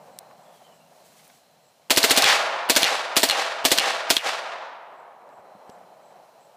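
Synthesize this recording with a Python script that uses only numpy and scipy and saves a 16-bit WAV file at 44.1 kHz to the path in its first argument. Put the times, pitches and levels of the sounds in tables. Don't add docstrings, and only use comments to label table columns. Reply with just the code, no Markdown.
import sys
import numpy as np
from scipy import signal
from scipy.fft import rfft, irfft
from scipy.io import wavfile
from scipy.ndimage import uniform_filter1d, minimum_filter1d

SR = 44100
rng = np.random.default_rng(int(sys.argv[2]) if len(sys.argv) > 2 else 0)


def transcribe(u):
    v = np.clip(np.atleast_2d(u).T, -1, 1)
    q = np.round(v * 32767).astype(np.int16)
    wavfile.write(sys.argv[1], SR, q)


N = 289472
T = np.arange(N) / SR


def undb(db):
    return 10 ** (np.asarray(db) / 20)


def unit(x):
    return x / np.sqrt(np.mean(x ** 2))


def fade(t60):
    return undb(-60 * T[:SR // 4] / t60)


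def noise(points, size):
    hz, db = np.transpose(points)
    f = np.fft.rfftfreq(size, 1 / SR) + 1
    colour = undb(np.interp(np.log(f), np.log(hz), db))
    return unit(irfft(rfft(rng.standard_normal(size)) * colour, size))


def band(x, hz, width):
    f = np.fft.rfftfreq(len(x), 1 / SR)
    return irfft(rfft(x) * np.exp(-2 * ((f - hz) / width) ** 2), len(x))


def ring(modes):
    out = np.zeros(SR // 4)
    for hz, db, t60 in modes:
        detuned_hz = hz * (1 + 0.0014 * rng.standard_normal())
        out += undb(db) * fade(t60) * np.sin(2 * np.pi * detuned_hz * T[:SR // 4])
    return out


def walk(rate):
    return np.interp(T * rate, np.arange(N), rng.standard_normal(N))


def swell(centre_s, length_s):
    return np.exp(-(2 * (T - centre_s) / length_s) ** 2)


def add(out, s, x):
    i = int(s * SR)
    out[i:i + len(x)] += x[:N - i]


# (frequency [Hz], relative level [dB])
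ROLL_COLOUR = [(60, -42), (200, -24), (350, -16.5), (520, -6), (700, -1), (1000, -10), (1500, -19.5),
               (2500, -27.5), (5000, -48)]


def roll_noise():
    return noise(ROLL_COLOUR, N)


OLD_ROLL_DB, OLD_ROLL_DB_PER_S = -60.5, 9.5
# (frequency [Hz], relative level [dB])
AIR_COLOUR = [(30, -28), (80, -9), (160, 0.5), (320, -9.5), (650, 2.5), (1100, -8.5), (1900, -11.5),
              (3000, -11.5), (6000, -14), (15000, -21)]


def meadow(air_db=-74.5):
    air = noise(AIR_COLOUR, N) * undb(air_db + walk(3.0))
    old_roll = roll_noise() * undb(OLD_ROLL_DB - OLD_ROLL_DB_PER_S * T + 2 * walk(42))
    return air + old_roll


BIRD_S, BIRD_LENGTH_S, BIRD_DB = 0.42, 0.5, -75.5
BIRD_START_HZ, BIRD_END_HZ, BIRD_FALL_HZ_PER_S = 3570, 2790, 2000


def bird():
    age = T - BIRD_S
    hz = np.clip(BIRD_START_HZ - BIRD_FALL_HZ_PER_S * age, BIRD_END_HZ, BIRD_START_HZ)
    whistle = np.sin(2 * np.pi * np.cumsum(hz) / SR)
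    breath = np.sqrt(np.abs(np.sin(np.pi * np.clip(age / BIRD_LENGTH_S, 0, 1))))
    return whistle * breath * walk(280) * undb(BIRD_DB + 3.4 * walk(39))


# (centre [Hz], width [Hz], level [dB])
CRICKET_BANDS = [(3070, 250, -94.5), (4100, 300, -87.5), (5600, 600, -95.5)]
# (first [s], end [s], period [s])
KATYDID_SERIES = [(.15, 1.8, .305), (5.0, 6.55, .358)]
RASP_S = .085


def insects(rasp_db=-82.5):
    chorus = np.zeros(N)
    for hz, width, db in CRICKET_BANDS:
        chorus += unit(band(rng.standard_normal(N), hz, width)) * undb(db + 2.5 * walk(5.6))
    rasps = np.zeros(N)
    for first, end, period in KATYDID_SERIES:
        for s in np.arange(first, end, period):
            rasps += swell(s, RASP_S)
    return chorus + undb(rasp_db) * rasps * unit(band(rng.standard_normal(N), 7730, 450))


# (centre [s], length [s], rustle level [dB], thud level [dB])
STEPS_AND_SHIFTS = [(0, 0.59, -79, -75.5), (.6, .45, -75.5, -79), (1.17, 0.46, -69.5, -83),
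                    (5.45, 0.83, -99, -82)]


def movement(fidget_db=-86):
    rustle_gain = np.zeros(N)
    thud_gain = np.full(N, undb(fidget_db))
    for s, length, rustle_db, thud_db in STEPS_AND_SHIFTS:
        rustle_gain += undb(rustle_db) * swell(s, length)
        thud_gain += undb(thud_db) * swell(s, length)
    thuds = noise([(40, -21.0), (100, -14.0), (160, 4.0), (260, -4.0), (600, -42)], N)
    rustle = noise([(300, -5.0), (2000, -2), (8000, -3.0), (15000, -9)], N)
    return thuds * thud_gain * undb(4 * walk(9)) + rustle * rustle_gain * undb(1.9 * walk(40.8))


SOUND_M_S = 343
# (distance [m], level [dB], rise [s], t60 [s])
THICKET_RETURNS = [(4.3, -1.5, .012, 0.71), (26, 0, .022, 2.18), (71.7, -4, .004, 0.3),
                   (89.4, -7.5, .015, 0.52)]


def returns():
    power = np.zeros(N)
    for metres, db, rise_s, t60 in THICKET_RETURNS:
        late = T - 2 * metres / SOUND_M_S
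        rise_then_fall = np.exp(np.minimum(late / rise_s, -np.log(1000) * late / t60))
        power += (undb(db) * rise_then_fall) ** 2
    return np.sqrt(power)


ROLL_DB, ROLL_PEAK_S, ROLL_RISE_DB_PER_S, ROLL_FALL_DB_PER_S = -56, 0.35, 45, 7.5
ROLL_END_S, ROLL_END_DB_PER_S = 2.9, 38


def roll_gain():
    late = T - ROLL_PEAK_S
    slope_db = np.minimum(ROLL_RISE_DB_PER_S * late, -ROLL_FALL_DB_PER_S * late)
    end_db = ROLL_END_DB_PER_S * np.maximum(T - ROLL_END_S, 0)
    return undb(ROLL_DB + slope_db - end_db)


# (frequency [Hz], relative level [dB], loss [dB/s])
WOODS_COLOUR = [(70, -43, 26), (170, -19.5, 16.5), (317, -12.5, 23), (612, 6, 10), (940, 0, -10.5),
                (1600, 1, 14), (3780, -1.5, 31), (6030, -4.5, 47.5), (10500, -12, 73), (15000, -25, 90.5)]


def echoes(woods_db=-24, lumps_db=3, trunks_db=3.0, blur_s=.45, roll_lumps_db=3):
    hz, db, loss = np.transpose(WOODS_COLOUR)
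    sparse = np.exp(-T / blur_s)
    unevenness_db = sparse * (lumps_db * walk(120) + trunks_db * walk(1200))
    scatter = rng.standard_normal(N) * undb(unevenness_db)
    f, delay, spectrum = signal.stft(scatter, SR, nperseg=512)
    log_f = np.log(f + 1)
    colour = unit(undb(np.interp(log_f, np.log(hz), db)))
    loss_db_per_s = np.interp(log_f, np.log(hz), np.maximum(loss, 0))
    absorbed = undb(-np.outer(loss_db_per_s, delay))
    woods = signal.istft(spectrum * colour[:, None] * absorbed, SR)[1][:N]
    woods = woods * returns() * undb(woods_db)
    roll = unit(roll_noise() * undb(roll_lumps_db * walk(60))) * roll_gain()
    fired = np.zeros(N)
    for s, _, echo_db, _ in SHOTS_FIRED:
        fired[int(s * SR)] = undb(echo_db)
    return signal.fftconvolve(fired, woods + roll)[:N]


def tree_line(slap_db=-27, delay_s=.17, spread_s=0.051, grain_db=2.5):
    out, size = np.zeros(N), SR // 2
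    t = T[:size]
    slap = np.exp(-np.abs(t - delay_s) / spread_s) * np.minimum(t / delay_s, 1)
    for s, _, _, db in SHOTS_FIRED:
        leaves = noise([(150, -28.5), (600, -6.0), (1800, 5.0), (4500, 1), (7000, -7.5), (15000, -25)], size)
        add(out, s, leaves * slap * undb(slap_db + db + grain_db * walk(1300)[:size]))
    return out


# (time [s], level [dB], centre [Hz], t60 [s])
HANDLING_KNOCKS = [(0.1879, -38, 4300, 0.006), (0.1886, -38, 8650, 0.0077), (0.31, -63, 894, 0.06),
                   (1.192, -63, 1810, 0.072), (1.278, -55, 11000, .008), (1.299, -60, 1500, 0.035),
                   (5.291, -68, 4500, 0.011), (5.391, -62, 148, 0.071), (5.55, -61, 169.7, 0.12),
                   (5.678, -68, 1500, 0.012), (5.694, -51, 260, 0.045), (5.698, -56, 3000, 0.015),
                   (6.125, -74, 4040, 0.023), (6.41, -63, 693, 0.0092)]


def handling():
    out = np.zeros(N)
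    for s, db, hz, t60 in HANDLING_KNOCKS:
        knock = noise([(hz / 4, -34), (hz / 2, -13), (hz, 0), (hz * 3, -14), (hz * 10, -50)], SR // 4)
        add(out, s, undb(db) * fade(t60) * knock)
    return out


BURST_GAP_S, CLACK_LEAD_S, CLACK_DB = .1, .0093, 5.5
# (time [s], relative level [dB], t60 [s], lead of its clack [s], relative clack level [dB])
BOLT_SLAMS = [(2.242, 6, .014, .02, 10), (2.8308, 5, .011, .0096, 1), (3.2980, 3, .0089, .009, 4.5),
              (3.7846, 5, .018, .0078, 2.5), (4.1668, 5, .026, .0063, 1)]
# (delay [s], level relative to the slam [dB], t60 [s])
BOLT_BOUNCES = [(.012, -4.5, 0.0035), (.018, -12.5, 0.0034)]
# (frequency [Hz], relative level [dB])
BLOW_COLOUR = [(60, -25.5), (300, -4.5), (900, -7.5), (2000, -0.5), (3700, 7), (5000, -4), (8000, -9),
               (15000, -24)]
# (frequency [Hz], relative level [dB], t60 [s])
STEEL_MODES = [(1228, -6, .06), (2460, 0.5, .08), (2840, 2, 0.21), (3390, 5, 0.072), (4200, -2, 0.045),
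               (4240, 10, 0.066), (7116, -9.5, .05), (8748, -6.5, .05)]


def action(clack_db=-14.0, clack_t60=0.02, ring_db=-32,
           spring_db=-23, spring_t60=0.28, spring_hz=3200, fall_s=0.039):
    out, size = np.zeros(N), SR // 4
    clacks = [(s - lead, db) for s, _, _, lead, db in BOLT_SLAMS]
    for last, shot in zip(SHOTS_FIRED, SHOTS_FIRED[1:]):
        if shot[0] - last[0] < BURST_GAP_S:
            clacks.append((shot[0] - CLACK_LEAD_S, CLACK_DB))
    for s, db in clacks:
        crack = noise([(200, -21), (1500, -26), (4200, 8.0), (7000, -5), (15000, -14)], size)
        crack = crack * fade(clack_t60)
        add(out, s, undb(db + clack_db) * (crack + undb(ring_db) * ring(STEEL_MODES)))
    zing_hz = 900 + spring_hz * np.exp(-T[:size] / fall_s)
    zing = np.sin(2 * np.pi * np.cumsum(zing_hz) / SR)
    for s, db, slam_t60, _, _ in BOLT_SLAMS:
        blows = [(s, db, slam_t60)]
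        blows += [(s + delay, db + drop, t60) for delay, drop, t60 in BOLT_BOUNCES]
        for at, blow_db, t60 in blows:
            spring = undb(spring_db) * zing * walk(1400)[:size] * fade(spring_t60)
            crack = noise(BLOW_COLOUR, size) * fade(t60)
            add(out, at, undb(blow_db) * (crack + undb(ring_db) * ring(STEEL_MODES) + spring))
    return out


# (frequency [Hz], relative level [dB])
BLAST_COLOUR = [(30, -19), (100, -27), (180, -18), (270, -3.5), (600, 5), (1000, -2.5), (2000, 0),
                (3000, 1.5), (4100, 4), (5500, -2.5), (8000, -3.5), (11000, -7.5), (15000, -12)]
# (frequency [Hz], relative level [dB], t60 [s])
BOOM_MODES = [(269, 2.5, 0.054), (307, -7, 0.083), (363, -12.5, .035), (484.5, -3.5, 0.07),
              (620, 3.5, 0.05), (665, -4, 0.12)]
# (time [s], blast level [dB], echo level [dB], tree line level [dB])
SHOTS_FIRED = [(1.9052, 4, -2.5, 0), (1.9720, 0, 0, -1.5), (2.0394, 2.5, 6, 1.5), (2.1074, 2.5, 5.5, 15.5),
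               (2.1738, 1.5, 2.5, -7.5), (2.6970, 6, -1, 3.5), (2.7629, -1, 2, -6.5), (3.1661, 13, -1, -6),
               (3.2312, 3.5, 1.5, -3), (3.6509, 5.5, -0.5, 0.5), (3.7160, 2, 2.5, -4.5),
               (4.1022, 10, 1.5, -0.5)]


def blasts(crack_db=1, crack_t60=0.046, ground_s=.0052, ground_db=-2, spray_db=-10.5, spray_t60=0.16,
           boom_db=-11, hammer_db=-23, hammer_s=0.0065, crackle_db=2.5):
    out, size = np.zeros(N), SR // 4
    shared_crack, shared_spray = noise(BLAST_COLOUR, size), noise(BLAST_COLOUR, size)

    def crack():
        fresh = unit(shared_crack + 1.65 * noise(BLAST_COLOUR, size))
        return fresh * fade(crack_t60) * undb(crack_db)

    for s, db, _, _ in SHOTS_FIRED:
        crackle = undb(crackle_db * walk(1500)[:size])
        grass = unit(shared_spray + 1.1 * noise(BLAST_COLOUR, size)) * crackle
        grass = grass * fade(spray_t60) * (1 - fade(.02)) * undb(spray_db)
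        add(out, s, undb(db) * (crack() + grass))
        add(out, s + ground_s, undb(db + ground_db) * crack())
        add(out, s + .002, undb(db + boom_db) * ring(BOOM_MODES) * (1 - fade(0.012)))
        thud = noise([(40, -24.0), (260, -15.5), (700, -3), (3000, -13.5), (6000, -19.0)], size) * fade(0.02)
        one_mode = ring(STEEL_MODES[2:3])
        add(out, s - hammer_s, undb(hammer_db) * (thud + 0.6 * one_mode))
    return out


def scene():
    background = meadow() + bird() + insects() + movement()
    woods = echoes() + tree_line()
    rifle = handling() + action() + blasts()
    return (background + woods + rifle)[None]


def held_db(x, release_db):
    level_db = 10 * np.log10(uniform_filter1d(x ** 2, SR // 200) + 1e-12)
    return np.maximum.accumulate(level_db + release_db * T) - release_db * T


TOP_HZ = 15400


def record(dry, limit_db=-9, recover_db=130, ceiling=0.48,
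           loud_db=-10, boost_db=12, release_db=8.5, low_cut_hz=130):
    x = dry[0]
    x = x * undb(np.minimum(limit_db - held_db(x, recover_db), 0))
    lift_db = np.clip(loud_db - held_db(x, release_db), 0, boost_db)
    x = x * undb(minimum_filter1d(lift_db, size=600))
    x = ceiling * np.tanh(x / ceiling)
    x = signal.sosfilt(signal.butter(1, low_cut_hz, "high", fs=SR, output="sos"), x)
    return signal.sosfilt(signal.ellip(10, .2, 70, TOP_HZ, fs=SR, output="sos"), x)[None]


dry = scene()
out = record(dry)
transcribe(out)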